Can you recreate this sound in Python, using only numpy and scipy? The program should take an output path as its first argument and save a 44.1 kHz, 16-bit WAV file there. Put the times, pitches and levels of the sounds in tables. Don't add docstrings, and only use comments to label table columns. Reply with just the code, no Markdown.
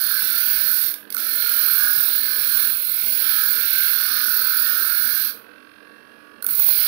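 import sys
import numpy as np
from scipy import signal
from scipy.fft import rfft, irfft
from scipy.io import wavfile
from scipy.ndimage import uniform_filter1d, map_coordinates

SR = 44100
rng = np.random.default_rng(int(sys.argv[2]) if len(sys.argv) > 2 else 0)


def wrap_up_sound(samples):
    columns = np.atleast_2d(samples).T
    tamed = np.clip(columns, -1, 1)
    steps = np.round(tamed * 32767).astype(np.int16)
    wavfile.write(sys.argv[1], SR, steps)


def voltage_ratio(decibels):
    exponent = np.asarray(decibels, float) / 20
    return 10 ** exponent


N = 302967

# time_s, speed_turns_per_s
DISC_SPEED = [(0.0, 39.23), (0.28, 38.07), (0.72, 39.46), (1.11, 45.6), (1.33, 45.02), (1.73, 40.21),
              (1.96, 40.43), (2.32, 38.2), (2.59, 39.03), (3.07, 43.58), (3.69, 39.62), (4.25, 39.03),
              (4.49, 39.95), (4.71, 39.15), (5.32, 41.27), (5.62, 44.7), (6.52, 45.37), (6.87, 43.01)]
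# lands_s, leaves_s
CONTACTS = [
    (0, 0.92),
    (1.18, 5.31),
    (6.49, 6.87),
]
HOUSING_DB = -52.5


def in_time(rows):
    s, *columns = np.transpose(rows)
    return [np.interp(np.arange(N) / SR, s, c) for c in columns]


def round_rim(rows, turn):
    at, *columns = np.transpose(rows)
    return [np.interp(turn, at, c, period=1) for c in columns]


def colour(x, points, size=4096):
    hz, db = np.transpose(points)
    bin_hz = np.arange(size // 2 + 1) * SR / size
    log_gain = np.interp(np.log(bin_hz + 1), np.log(hz), db) * np.log(10) / 20
    cepstrum = irfft(log_gain)
    cepstrum[1:size // 2] *= 2
    cepstrum[size // 2 + 1:] = 0
    response = irfft(np.exp(rfft(cepstrum)))
    return signal.oaconvolve(x, response / np.linalg.norm(response))[:N]


def wander(size):
    slow = uniform_filter1d(uniform_filter1d(rng.standard_normal(N), size=size), size=size)
    return slow / slow.std()


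def in_frames(x, size, gains):
    hz, _, cells = signal.stft(x, SR, "cosine", size)
    weighted = cells * gains(np.abs(cells) ** 2, hz[:, None])
    return signal.istft(weighted, SR, "cosine", size)[1][:N]


def surface(turn, memory, count):
    memory = np.clip(memory, 0, .99)
    fresh = rng.standard_normal((int(turn[-1]) + 40, count))
    relief = signal.lfilter([np.sqrt(1 - memory ** 2)], [1, -memory], fresh, axis=0)[30:]
    return relief.ravel()


def grit(turn, memory):
    cells_per_turn = 1100
    return surface(turn, memory, cells_per_turn)[(turn * cells_per_turn).astype(int)]


def patches(turn, db, count):
    relief = surface(turn, 0.87, count=count)
    gain = voltage_ratio(db * np.interp(turn * count, np.arange(len(relief)), relief))
    return gain / np.sqrt(np.mean(gain ** 2))


def touching(edge_s):
    t = np.arange(N) / SR
    gate = np.zeros(N)
    for lands, leaves in CONTACTS:
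        inside_s = np.minimum(t - lands + 0.0039, leaves - t + 0.004)
        gate += np.clip(inside_s / edge_s, 0, 1)
    return gate


def pressure():
    # time_s, force_db (as grit hiss), seating_db (flat of the blade), tilt_db (onto the edge)
    hand = [(0, -30, 0.5, 6), (.14, -27.5, 0, -6), (.68, -26, -4, -3.5), (.85, -26.5, -8, -8),
            (1.17, -30.5, -3.5, -5), (1.44, -28.5, -1.5, 2), (1.71, -27, 1, -4.5), (2.24, -29, -2.5, 6),
            (2.64, -26.5, -2, -2), (2.8, -32, -10.5, 9), (3.05, -28, -10.5, 3), (3.3, -26.5, -1, -4),
            (4.39, -28.5, 2.5, 1), (4.65, -29, 1, 5), (5.25, -29, 0.5, -9.5), (6.49, -34.5, -10, 11),
            (6.62, -28.5, -12.5, 15), (6.87, -26, 0, -3)]
    # level_db (re grit hiss), seating_share, tilt_share
    layers = [
        (-0.25, 0.248, -0.07),
        (1.5, .01, 0.46),
        (-7, 1.2, .01),
        (-12, 0.28, 0.11),
        (-6.5, 0.37, -0.021),
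    ]
    # start_s, peak_db, bending_db, ringing_db, length_ms
    grazes = [(0.9164, -21.5, -27, -13.5, 2.8), (0.9399, -11.5, -14.5, -4, 2.5),
              (1.103, -16.5, -18, -5, 2.7), (1.1241, -12, -41, -4.5, 2.6), (1.145, -4, -8, -18, 2.8),
              (1.1672, -1, -6, -9.5, 1.05), (6.4235, -12.5, -9.5, -15.5, 3.4), (6.444, -8, -7.5, -20, 2.62),
              (6.465, -2, -19.5, -19.5, 2.74), (6.488, -10, -5, -20, 1.7), (6.508, -13, -6, -33, 2.17),
              (6.5281, -19, -3, -28, 2.4), (6.553, -12, -9, -32, 1.6), (6.573, -18, -23, -26, 1.3),
              (6.5951, -10, -2.5, -27, 1.6)]
    lift_s, lift_db = 0.0564, -7.5
    land_s, land_db = 0.058, -0.5

    t = np.arange(N) / SR
    force_db, seat_db, tilt_db = in_time(hand)
    for _, leaves in CONTACTS[:-1]:
        force_db = force_db + lift_db * np.clip(1 + (t - leaves) / lift_s, 0, None) * (t < leaves + .05)
    for lands, _ in CONTACTS[1:]:
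        force_db = force_db + land_db * np.clip(1 - (t - lands) / land_s, 0, 1) * (t > lands - .05)
    layers_db = [0 * t] + [db + seat * seat_db + tilt * tilt_db for db, seat, tilt in layers]
    held = touching(edge_s=.0013) * voltage_ratio(force_db + np.array(layers_db))

    grazed = np.zeros((3, N))
    for s, db, bend_db, ring_db, ms in grazes:
        near = slice(int(s * SR) - 200, int(s * SR) + 600)
        age = np.maximum(t[near] - s + 0.00082, 0) / (ms / 1000)
        pulse = age * np.exp(1 - age ** 2)
        grazed[:, near] += pulse * voltage_ratio(db + np.array([[-13], [bend_db - 16], [ring_db - 16.0]]))
    return held, grazed


def grinding(turn):
    # frequency_hz, density_db_per_hz
    hiss_spectrum = [(4000, -41), (6000, -23), (6400, -29.5), (8100, -22.5), (8400, -15), (9000, -11.5),
                     (11000, -3), (12400, -4.5), (13500, -2), (14400, -5.5), (15700, -12)]
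    # frequency_hz, density_db_per_hz
    whistle_spectrum = [(11500, -36), (12300, -10), (12900, -5), (13300, 0), (13700, -4), (14200, -12),
                        (15000, -36)]
    # frequency_hz, density_db_per_hz
    top_spectrum = [(12000, -48), (14300, -0.5), (14900, 19.5), (15300, 15), (16000, 2.5)]
    # frequency_hz, density_db_per_hz
    bend_spectrum = [(560, -51.5), (960, -52.5), (1030, -32.5), (1080, -14), (1190, -26.5), (1210, -11.5),
                     (1420, 2), (1590, 2.5), (1730, -3.5), (1840, -9), (1900, -19.5), (2470, -19),
                     (4180, -120)]
    # frequency_hz, density_db_per_hz
    free_spectrum = [(900, -50), (1250, -10), (1390, 0.5), (1430, -1.5), (1480, 5.5), (1650, -35),
                     (1900, -20.5), (3000, -50)]
    # frequency_hz, density_db_per_hz
    body_spectrum = [(1120, -30.5), (1900, -12), (1930, -10), (2100, -3), (2200, -1), (2960, -7),
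                     (3600, 0.5), (4680, -17.5), (7920, -120)]
    # frequency_hz, density_db_per_hz
    ring_spectrum = [(2060, -25), (3500, -14), (4300, 7), (4450, 4), (4850, -4), (5460, -3.5),
                     (6300, -13.5), (8190, -29), (13900, -120)]
    # position_turn, hiss_db, bending_db
    rim = [(0.0, 3, -2), (.12, 2.6, -2.5), (.3, -1.5, -2), (.42, -3, 3), (.55, -1.5, 0), (.74, -3, 2.5),
           (.8, 2.6, 3), (.9, 2.4, 1.5)]

    (hiss, whistle, top, bend, body, ring), (scratch, flick, tick) = pressure()
    hiss_db, bend_db = round_rim(rim, turn)
    bite = voltage_ratio(hiss_db) * patches(turn, 1.0, count=14)
    out = colour(grit(turn, 0.25) * (hiss * bite + scratch), hiss_spectrum)
    whistle = whistle * bite * patches(turn, 0.4, count=9)
    out += colour(grit(turn, 0.3) * (whistle + 0.085 * scratch), whistle_spectrum)
    top = top * bite * patches(turn, 1.0, count=10)
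    out += colour(grit(turn, 0.25) * (top + 0.48 * scratch), top_spectrum)
    bend = bend * voltage_ratio(bend_db) * patches(turn, 1.75, count=6)
    out += colour(grit(turn, memory=.76) * bend, bend_spectrum)
    out += colour(rng.standard_normal(N) * flick, free_spectrum)
    body = body * patches(turn, 3.45, count=8)
    out += colour(grit(turn, memory=.55) * (body + .5 * tick), body_spectrum)
    ring = ring * patches(turn, 0.96, count=12)
    out += colour(grit(turn, 0.306) * (ring + tick), ring_spectrum)
    return out


def shifting_grip(power, hz):
    field = rng.standard_normal(power.shape)
    for _ in range(2):
        field = uniform_filter1d(uniform_filter1d(field, size=7, axis=0), size=13, axis=1)
    depth_db = np.interp(hz, [1500, 9000], [.9, 2.2])
    return voltage_ratio(depth_db * field / field.std())


def motor(turn):
    # position_turn, level_db
    shaft = [(0, -1), (.08, 3), (.2, 5.5), (.28, 4), (.36, 1), (.5, 1), (.58, -4), (.75, -5), (.9, -3)]
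    # frequency_hz, density_db_per_hz
    housing_spectrum = [(600, -39), (1020, -22.5), (1110, 3), (1280, -2.5), (1600, 2.5), (1880, -8),
                        (2200, -15), (2700, -7), (3000, -13), (3330, -12.5), (3600, -16.5), (5000, -20),
                        (6000, -35.5), (8000, -115)]
    # frequency_hz, density_db_per_hz
    rotor_spectrum = [(3000, -54), (4230, 14), (4290, -4), (4370, 16), (5500, -91)]
    # frequency_hz, density_db_per_hz
    brush_spectrum = [(3410, -52), (5800, -10.5), (6440, -15.5), (7270, -23.5), (9050, -7), (10300, -3.5),
                      (12100, -6.5), (13100, -5), (13600, -9), (14700, -14), (15800, -15.5)]
    # frequency_hz, level_db
    whine_resonance = [(1430, -63), (1480, -58), (1548, -58), (1570, -59), (1590, -90)]
    # shaft_order, level_db
    slot_tones = [(37, -64), (60, -72), (73, -71), (97, -79)]
    whine_order, rotor_db, brush_db = 35, -33, -68.5

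    shaft_db, = round_rim(shaft, turn)
    housing = colour(grit(turn, memory=.98) * voltage_ratio(HOUSING_DB + shaft_db), housing_spectrum)
    rotor = colour(grit(turn, .99), rotor_spectrum) * voltage_ratio(HOUSING_DB + rotor_db)
    whine_db = np.interp(whine_order * in_time(DISC_SPEED)[0], *np.transpose(whine_resonance))
    whine = voltage_ratio(whine_db + 3 + .4 * shaft_db) * np.sin(2 * np.pi * whine_order * turn)
    slots = np.zeros(N)
    for order, db in slot_tones:
        slots += voltage_ratio(db + 0.9 * shaft_db) * np.sin(2 * np.pi * round(order) * turn)
    ticks_db = 2.1 * np.cos(2 * np.pi * 5 * turn - 2.2)
    brushes = colour(grit(turn, 0.55) * voltage_ratio(brush_db + ticks_db), brush_spectrum)
    return housing + rotor + slots + whine + brushes


def background():
    # frequency_hz, density_db_per_hz
    air_spectrum = [(88, -27), (150, -36), (206, 3), (268, 0.5), (297, -0.5), (324, -1), (371, -3.5),
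                    (459, 3.5), (517, -2.5), (602, -1.5), (651, -4.5), (814, -12.5), (1000, -4),
                    (1300, -45), (2200, -120)]
    # frequency_hz, density_db_per_hz
    rumble_spectrum = [(12, -49.5), (20, -23.5), (48, -19.5), (86, 7), (146, 4.5), (180, 6.5), (230, -14),
                       (400, -120)]
    # time_s, rise_db
    shifts = [(0.02, 8.5), (2.22, 11), (4.62, 6.5), (5.13, 12), (6.56, 12)]
    # frequency_hz, level_db
    mains = [(300.2, -61.5)]

    t = np.arange(N) / SR
    air, rumble = rng.standard_normal((2, N))
    air_db = -54.5 + 1 * touching(edge_s=0.017) + 2 * wander(int(0.062 * SR))
    rumble_db = -74 + 5 * touching(edge_s=0.018) + 2.5 * wander(size=3000)
    shift_s = 0.13
    rumble_db += sum(db * np.exp(-((t - s) / shift_s) ** 2) for s, db in shifts)
    hum = sum(voltage_ratio(db + 3.5) * np.sin(2 * np.pi * hz * t) for hz, db in mains)
    return voltage_ratio(air_db) * colour(air, air_spectrum) + voltage_ratio(rumble_db) * colour(rumble, rumble_spectrum) + hum


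def workshop(x):
    t60_s, echo_db = 0.3, -5.5
    sway_s, sway_pace_s = .0003, .25
    t = np.arange(SR // 2) / SR
    tail = rng.standard_normal(len(t)) * voltage_ratio(-60 * t / t60_s) * (t > .004)
    path = np.arange(N) + sway_s * SR * wander(int(sway_pace_s * SR))
    sent = map_coordinates(x, [path], order=3)
    return x + voltage_ratio(echo_db) * signal.oaconvolve(sent, tail / np.linalg.norm(tail))[:N]


def jolts():
    # start_s, peak_db
    strikes = [(0.043, -42), (0.223, -35), (0.478, -39), (1.613, -45), (1.681, -38), (2.035, -38),
               (2.084, -34), (2.415, -42), (2.893, -42), (3.459, -37), (3.683, -48), (3.708, -47),
               (3.733, -47.5), (3.758, -51.5), (3.962, -39), (4.038, -43), (4.111, -42), (4.164, -47.5),
               (4.443, -47), (4.547, -41), (4.729, -43), (4.847, -38), (4.87, -50), (6.466, -40),
               (6.487, -39)]
    # frequency_hz, density_db_per_hz
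    click_spectrum = [(30, -12.5), (300, 5), (800, 4), (1500, 12), (4000, -40)]
    s, db = np.transpose(strikes)
    clicks = np.zeros(N)
    clicks[(s * SR).astype(int)] = voltage_ratio(db + 20.5)
    return colour(clicks, click_spectrum)


def squeak():
    # time_s, pitch_hz, level_db
    glide = [
        (5.272, 4250, -62.5),
        (5.285, 4350, -32),
        (5.305, 4820, -53),
        (5.315, 4700, -62),
    ]
    hz, db = in_time(glide)
    rough = 1 + .5 * colour(rng.standard_normal(N), [(100, -7), (400, -22)])
    sounding = db > glide[0][2] + 1
    return voltage_ratio(db + 2.5) * sounding * rough * np.sin(2 * np.pi * np.cumsum(hz) / SR)


def scene():
    start_turn = .264
    turn = start_turn + np.cumsum(in_time(DISC_SPEED)[0]) / SR
    steel = in_frames(grinding(turn), size=1024, gains=shifting_grip) + squeak()
    live = workshop(steel + motor(turn)) + jolts() + background()
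    return np.array([0 * live, 2 * live])


def starved_bands(power, hz):
    narrow = uniform_filter1d(power, size=4, axis=0)
    wide = uniform_filter1d(power, size=17, axis=0)
    dropped = (narrow < wide * voltage_ratio(-11.5)) & (hz > 1800) & (hz < 8300)
    return np.where(dropped, .08, 1)


def low_pass(x):
    return signal.sosfilt(signal.butter(12, 17100, fs=SR, output="sos"), x)


def record(dry):
    # frequency_hz, density_db_per_hz
    idle_spectrum = [(20, -14), (65, 0), (250, -3), (500, -11), (2000, -19), (4000, -26), (8000, -31),
                     (13000, -29), (15600, -31)]
    peak, lopsided_db, idle_db, cutoff_hz = 0.89, -34.5, -78, 15720
    live = dry[1]
    flutter_band = signal.butter(2, [110, 900], "band", fs=SR, output="sos")
    flutter = signal.sosfilt(flutter_band, live ** 2)
    live = peak * np.tanh(live / peak) + voltage_ratio(lopsided_db) * flutter
    live = in_frames(live, size=2048, gains=starved_bands)
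    hiss = voltage_ratio(idle_db) * colour(rng.standard_normal(N), idle_spectrum)
    top_cut = signal.ellip(14, .5, 62, cutoff_hz, fs=SR, output="sos")
    both = signal.sosfilt(top_cut, [hiss, live])
    return low_pass(both)


dry = scene()
out = record(dry)
wrap_up_sound(out)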